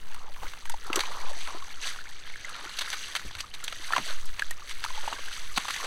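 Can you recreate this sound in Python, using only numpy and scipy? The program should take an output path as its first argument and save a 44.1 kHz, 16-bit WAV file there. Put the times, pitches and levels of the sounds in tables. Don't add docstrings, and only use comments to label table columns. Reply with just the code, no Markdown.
import sys
import numpy as np
from scipy import signal
from scipy.fft import rfft, irfft, next_fast_len
from scipy.io import wavfile

SR = 44100
rng = np.random.default_rng(int(sys.argv[2]) if len(sys.argv) > 2 else 0)


def master(y):
    cut = np.clip(np.atleast_2d(y).T, -1, 1)
    pcm = np.round(cut * 32767)
    wavfile.write(sys.argv[1], SR, pcm.astype(np.int16))


N = 258426
TIME = np.arange(N) / SR

# time in seconds, level in dB.
BREEZE_LEVEL = [(.1, -22.5), (.27, -30.5), (.43, -14), (.6, -25), (1.5, -28), (2.3, -36), (3.6, -39.5),
                (4.3, -19), (4.6, -28), (4.85, -22), (5.15, -30.5), (5.5, -22), (5.8, -31.5)]
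# frequency in Hz, relative level in dB per Hz.
BREEZE_SPECTRUM = [(2, -0.5), (6, -4), (14, -28), (30, -32.5), (60, -50.5), (400, -76)]
# frequency in Hz, relative level in dB per Hz.
FIELD_SPECTRUM = [(50, 0), (68, -4), (85, -1), (115, -8), (220, -12), (1500, -17), (16000, -50)]
FIELD_DB = -56
# start in seconds, level in dB, decay in seconds, softness cut-off in Hz.
HOSE_BUMPS = [(3.251, -36.5, 0.036, 88), (3.250, -41.5, 0.012, 360), (3.35, -44.5, 0.074, 67),
              (3.98, -37, 0.022, 390), (5.577, -27.5, 0.003, 260)]
# start in seconds, level in dB before colouring.
METAL_TICKS = [(0.145, -48), (0.697, -35), (0.867, -44.5), (3.640, -35), (4.256, -41.5), (4.509, -36.5)]
# frequency in Hz, filter gain in dB.
METAL_COLOUR = [(1500, -0.5), (8000, 10), (11800, 5), (16000, -7)]

# time in seconds, spray level in dB.
LEAK_LEVEL = [(0, -52), (.58, -52), (.82, -50), (1.05, -45.5), (1.48, -45.5), (1.6, -47), (2.05, -48),
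              (2.3, -46), (2.75, -41.5), (3.02, -39), (3.49, -52), (3.85, -41), (4.28, -48.5), (4.65, -51),
              (4.98, -41.5), (5.4, -43), (5.52, -44), (5.72, -37.5)]
# start in seconds, spray level in dB, hold in seconds.
SEAL_SQUIRTS = [(.43, -46.5, .06), (.95, -43, 0.1), (1.38, -45, 0.15), (1.835, -34, .055),
                (3.94, -39, 0.031), (4.06, -37.5, 0.034), (4.69, -42, 0.017), (5.325, -42.5, 0.012)]
SQUIRT_ATTACK_S, SQUIRT_RELEASE_S = 0.023, 0.049
# start in seconds, gurgle level in dB, hold in seconds.
AIR_GULPS = [(.14, -54, 0.14), (.43, -47.5, 0.038), (.88, -44.5, .08), (.96, -34, 0.024), (1.05, -45, 0.28),
             (1.49, -45.5, 0.076), (1.86, -47, 0.042), (2.4, -49, 0.25), (3.92, -40, 0.04),
             (4.08, -42.5, 0.048), (4.95, -46.5, 0.24), (5.83, -39.5, .03)]
GULP_ATTACK_S, GULP_RELEASE_S = 0.019, 0.033
TRICKLE_DB, TRICKLE_FOLLOWS = -56, 0.61

# start in seconds, peak of the ring in dB, starting pitch in Hz, time to fall 60 dB in seconds.
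LARGE_BUBBLES = [(0.215, -37, 1085, 0.014), (.698, -32.5, 920, 0.037), (0.7403, -25, 868, 0.017),
                 (0.9, -23.5, 1290, 0.017), (0.901, -26.5, 324, 0.011), (0.971, -29.5, 358, 0.039),
                 (1.035, -28, 1020, 0.018), (1.311, -35.5, 554, .025), (1.504, -31, 1110, 0.022),
                 (1.622, -33.5, 1094, 0.034), (1.988, -31, 1440, 0.015), (2.338, -32, 2160, 0.027),
                 (2.358, -26.5, 1680, 0.006), (2.446, -27.5, 2020, 0.03), (3.9055, -23, 1030, 0.0078),
                 (3.933, -14, 1346, 0.024), (3.9345, -15, 1720, 0.013), (4.421, -15.5, 1640, 0.02),
                 (4.511, -27.5, 1840, 0.034), (4.62, -38.5, 1164, .04), (4.846, -24, 933, 0.017),
                 (4.861, -26.5, 1240, 0.014), (4.904, -32, 1010, .02), (4.975, -31.5, 860, 0.056),
                 (5.077, -18.5, 860, 0.0096), (5.127, -16, 1130, 0.0022), (5.28, -32, 1510, .018),
                 (5.653, -24.5, 1070, 0.0049), (5.7027, -24, 1250, 0.0051)]
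# time in seconds, pitch in Hz.
BUBBLE_CENTRE = [(.2, 1052), (.8, 1194), (1.15, 1100), (1.33, 815), (1.5, 1116), (2.0, 1220), (2.42, 1810),
                 (2.62, 1132), (3.5, 1330), (5.0, 1188)]
# start in seconds, level in dB before colouring, length in seconds, centre in Hz.
GAP_SPITS = [(0.145, -39, 0.00061, 2110), (0.362, -43, .0005, 1900), (0.535, -37.5, .0005, 2320),
             (0.653, -38, 0.0033, 2500), (0.696, -36, 0.002, 2980), (0.717, -40.5, 0.0065, 2960),
             (.93, -22.5, 0.00082, 2200), (0.957, -20.5, 0.0046, 5800), (.991, -24, 0.0012, 2190),
             (1.005, -21, 0.00088, 2670), (2.787, -27.5, 0.0068, 3430), (2.807, -31.5, 0.017, 2090),
             (2.902, -28.5, 0.00097, 3420), (2.926, -33, 0.017, 2700), (3.152, -25, 0.0017, 2500),
             (3.16, -29, 0.0097, 3240), (3.351, -34, .001, 2530), (3.383, -38.5, 0.022, 3840),
             (3.405, -29, 0.0044, 2940), (3.537, -39, 0.016, 3450), (3.644, -34, 0.002, 4900),
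             (3.679, -29.5, 0.0037, 2550), (3.723, -35.5, 0.0062, 1950), (3.922, -29, 0.0024, 2670),
             (3.962, -23, 0.0057, 1460), (3.98, -22.5, 0.00076, 1250), (4.394, -25, 0.00069, 2670),
             (4.509, -36, 0.0014, 2330), (4.84, -26, .001, 3340), (4.845, -34.5, 0.0075, 3040),
             (5.08, -34.5, 0.002, 1430), (5.13, -33, 0.0015, 1400), (5.56, -31.5, 0.019, 3020),
             (5.575, -21.5, 0.004, 1760), (5.682, -31, 0.0061, 2180), (5.706, -26, 0.0011, 3480),
             (5.761, -33.5, 0.0053, 2550)]
# frequency in Hz, filter gain in dB.
SPIT_TONE = [(400, -0.5), (1000, 4), (6500, 1.5), (10000, -3), (16000, -10)]
SPUTTERS_PER_S, SPUTTER_DB, SPUTTER_S, SPUTTER_HZ = 17, 3.5, 0.00026, 2500
# frequency in Hz, filter gain in dB.
SPRAY_COLOUR = [(150, -17), (450, -1), (900, -12.5), (1700, 3), (3000, 2), (4500, 2.5), (6200, 1),
                (8000, -7), (10000, -12), (16000, -28)]
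# time in seconds, treble in dB.
DROP_FINENESS = [(.3, -0.5), (1.2, 3.5), (2.05, -0.5), (2.5, -4.5), (2.8, 3), (5.7, 3)]

# centre in Hz, width in Hz, depth in dB.
GROUND_NOTCHES = [(2450, 420, -3), (5264, 590, -12), (7070, 480, -12.5), (8910, 160, -18.5)]
# frequency in Hz, filter gain in dB.
SIDE_LEVEL = [(300, -16), (1500, -48.5), (5000, -43.5), (14000, -14)]
CUTOFF_HZ = 15900


def from_db(db):
    return 10 ** (np.asarray(db) / 20)


def rms_one(x):
    return x / np.sqrt(np.mean(x ** 2) + 1e-20)


def in_time(rows):
    seconds, values = np.transpose(rows)
    return np.interp(TIME, seconds, values)


def causal_filter(x, db_at):
    size = 2 * next_fast_len(len(x) // 2 + 8192)
    gain = from_db(db_at(np.fft.rfftfreq(size, 1 / SR)))
    cepstrum = irfft(np.log(gain))
    cepstrum[1:size // 2] *= 2
    cepstrum[size // 2 + 1:] = 0
    response = np.exp(rfft(cepstrum))
    return irfft(rfft(x, size) * response)[:len(x)]


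def coloured(x, spectrum):
    hz, db = np.transpose(spectrum)
    return causal_filter(x, lambda f: np.interp(np.log(f + 1e-9), np.log(hz), db))


def resonate(x, hz, q):
    return signal.lfilter(*signal.iirpeak(hz, q, fs=SR), x)


def drift(rate):
    return rms_one(np.interp(TIME * rate, np.arange(4096), rng.standard_normal(4096)))


def impacts(per_s, spread_db):
    sizes = from_db(spread_db * np.minimum(rng.exponential(1, N), 4))
    return sizes * rng.choice([-1, 1], N) * (rng.random(N) < per_s / SR)


def add(out, s, sound):
    start = int(np.clip(s * SR, 0, N))
    out[start:start + len(sound)] += sound[:N - start]


def outdoors():
    swell = rms_one(coloured(rng.standard_normal(N), BREEZE_SPECTRUM))
    field = rms_one(coloured(rng.standard_normal(N), FIELD_SPECTRUM))
    return from_db(in_time(BREEZE_LEVEL)) * swell + from_db(FIELD_DB) * field


def hose_bumps():
    out, t = np.zeros(N), TIME[:SR // 2]
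    for s, db, decay_s, hz in HOSE_BUMPS:
        thud = rng.standard_normal(len(t)) * np.exp(-t / decay_s)
        band = signal.butter(2, [hz / 4, hz], "band", fs=SR, output="sos")
        rumble = signal.sosfilt(band, thud)
        rumble *= np.sqrt(decay_s * SR / 2 / np.sum(rumble ** 2))
        add(out, s, from_db(db) * rumble)
    return out


def ticks(fade_s=0.0038, grit_db=-14, scatter_s=0.082, count=5):
    out, t = np.zeros(N), TIME[:2048]
    fade = np.exp(-t / fade_s)
    for s, db in METAL_TICKS:
        add(out, s, from_db(db) * rng.standard_normal(len(t)) * fade)
        for offset, force in zip(rng.standard_normal(count), rng.random(count)):
            slip = force * from_db(db + grit_db) * rng.standard_normal(len(t)) * fade
            add(out, s + scatter_s * offset, slip)
    return coloured(out, METAL_COLOUR)


def swells(rows, attack_s, release_s):
    power = np.zeros(N)
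    for s, db, hold_s in rows:
        before = np.maximum(s - TIME, 0)
        after = np.maximum(TIME - s - hold_s, 0)
        power += from_db(db) ** 2 * np.exp(-2 * before / attack_s - 2 * after / release_s)
    return power


def outflow():
    leak_db = in_time(LEAK_LEVEL)
    trickle_db = TRICKLE_DB + TRICKLE_FOLLOWS * (leak_db - leak_db.mean())
    spray_power = from_db(leak_db) ** 2 + swells(SEAL_SQUIRTS, SQUIRT_ATTACK_S, SQUIRT_RELEASE_S)
    gurgle_power = from_db(trickle_db) ** 2 + swells(AIR_GULPS, GULP_ATTACK_S, GULP_RELEASE_S)
    return 10 * np.log10(spray_power), 10 * np.log10(gurgle_power)


def bubble(hz, t60, rise, swell_cycles):
    t = TIME[:int(t60 * SR) + 2]
    swell = 1 - np.exp(-(t * hz / swell_cycles) ** 2)
    height = swell * from_db(-60 * t / t60)
    phase = 2 * np.pi * hz * t * (1 + rise * t / t60 / 2)
    return height / height.max() * np.sin(phase)


def plops(splash_db=-14):
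    out = np.zeros(N)
    for s, db, hz, t60 in LARGE_BUBBLES:
        ring = bubble(hz, t60, rise=0.054, swell_cycles=2.07)
        splash = rms_one(resonate(rng.standard_normal(len(ring)) * ring ** 2, hz, q=1))
        add(out, s, from_db(db) * (ring + from_db(splash_db) * ring.std() * splash))
    return out


def bubbling(level_db, centre_hz, octaves, cycles, size_db, count):
    out = np.zeros(N)
    density = from_db(.7 * (level_db - level_db.max()))
    chances, shapes = rng.random((count, 3)), rng.standard_normal((count, 2))
    for (when, sign, luck), (pitch, size) in zip(chances, shapes):
        at = int(when * N)
        if luck < density[at]:
            hz = centre_hz[at] * 2 ** (octaves * np.clip(pitch, -2, 2))
            height = np.sign(sign - .5) * from_db(size_db * min(size, 2)) / np.sqrt(density[at])
            add(out, at / SR, height * bubble(hz, cycles / hz, rise=0.36, swell_cycles=0.32))
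    return from_db(level_db) * rms_one(out)


def gurgle(spray_db, gurgle_db, deep_db=-1, fizz_db=-5.0, wander_octaves=0.14):
    centre_hz = in_time(BUBBLE_CENTRE) * 2 ** (wander_octaves * drift(20))
    churn = bubbling(gurgle_db, centre_hz, octaves=0.26, cycles=20.8, size_db=2.5, count=7000)
    gush_db = gurgle_db + 0.57 * (gurgle_db - gurgle_db.max())
    deep = bubbling(gush_db + deep_db, 0.483 * centre_hz, octaves=0.38, cycles=14.0, size_db=6.5, count=4000)
    fizz = bubbling(spray_db + fizz_db, 1.722 * centre_hz, octaves=0.465, cycles=46.6, size_db=7.0, count=3200)
    return churn + deep + fizz


def spit(db, length, hz, q=0.78, fade_s=0.0024, tail_s=0.024, tail_db=-16, ring_q=5, flutter_db=3):
    t = TIME[:4096]
    after = np.maximum(t - length, 0)
    attack = np.minimum(t / (.0004 + length / 8), 1)
    flutter = from_db(flutter_db * np.interp(t * 900, np.arange(128), rng.standard_normal(128)))
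    fade = np.exp(-after / fade_s) + from_db(tail_db) * np.exp(-after / tail_s)
    air = rng.standard_normal(len(t)) * attack * flutter * fade
    rasp = resonate(air, hz, q)
    for cavity_hz in hz * 2 ** rng.uniform(-1.056, 0.86, size=2):
        rasp += resonate(air, cavity_hz, ring_q)
    return from_db(db) * rasp * np.sqrt((length + fade_s) * SR / np.sum(rasp ** 2))


def spits(spray_db, spread_db=4, octaves=0.93):
    out = np.zeros(N)
    for s, db, length, hz in GAP_SPITS:
        add(out, s, spit(db, length, hz))
    for when, size, pitch in rng.uniform(-1, 1, (int(SPUTTERS_PER_S * N / SR), 3)):
        at = int(abs(when) * (N - 1))
        db = spray_db[at] + SPUTTER_DB + spread_db * size
        add(out, at / SR, spit(db, SPUTTER_S, SPUTTER_HZ * 2 ** (octaves * pitch)))
    return coloured(out, SPIT_TONE)


def spray(spray_db, drops_per_s=2200, clump_db=3, mist_db=-7, drop_q=5, surge_db=0.9):
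    flow = from_db(spray_db - spray_db.mean())
    hits = impacts(drops_per_s * flow, spread_db=1) / np.sqrt(flow)
    pitches = np.geomspace(1200, 15000, 24)
    dealt = rng.integers(0, len(pitches), N)
    drops = np.zeros(N)
    for k, hz in enumerate(pitches):
        clumps = from_db(clump_db * drift(70))
        drops += resonate(hits * (dealt == k) * clumps + 1e-18, hz, drop_q)
    mist = from_db(mist_db) * rng.standard_normal(N)
    surge = from_db(surge_db * drift(40))
    patter = rms_one(coloured((rms_one(drops) + mist) * surge, SPRAY_COLOUR))
    treble = signal.sosfilt(signal.butter(1, 5500, "high", fs=SR, output="sos"), patter)
    brighter = (from_db(in_time(DROP_FINENESS)) - 1) * treble
    return from_db(spray_db) * (patter + brighter)


def over_ground(x):
    def dips_db(f):
        return sum(db / (1 + (2 * (f - hz) / width) ** 2) for hz, width, db in GROUND_NOTCHES)
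    return causal_filter(x, dips_db)


def scene():
    spray_db, gurgle_db = outflow()
    water = over_ground(spray(spray_db) + spits(spray_db) + gurgle(spray_db, gurgle_db) + plops())
    mid = water + ticks() + hose_bumps() + outdoors()
    side = coloured(over_ground(spray(spray_db) + spits(spray_db)) + ticks(), SIDE_LEVEL)
    return np.array([mid + side, mid - side])


def record(dry):
    return signal.sosfilt(signal.ellip(10, .2, 70, CUTOFF_HZ, fs=SR, output="sos"), dry)


dry = scene()
out = record(dry)
master(out)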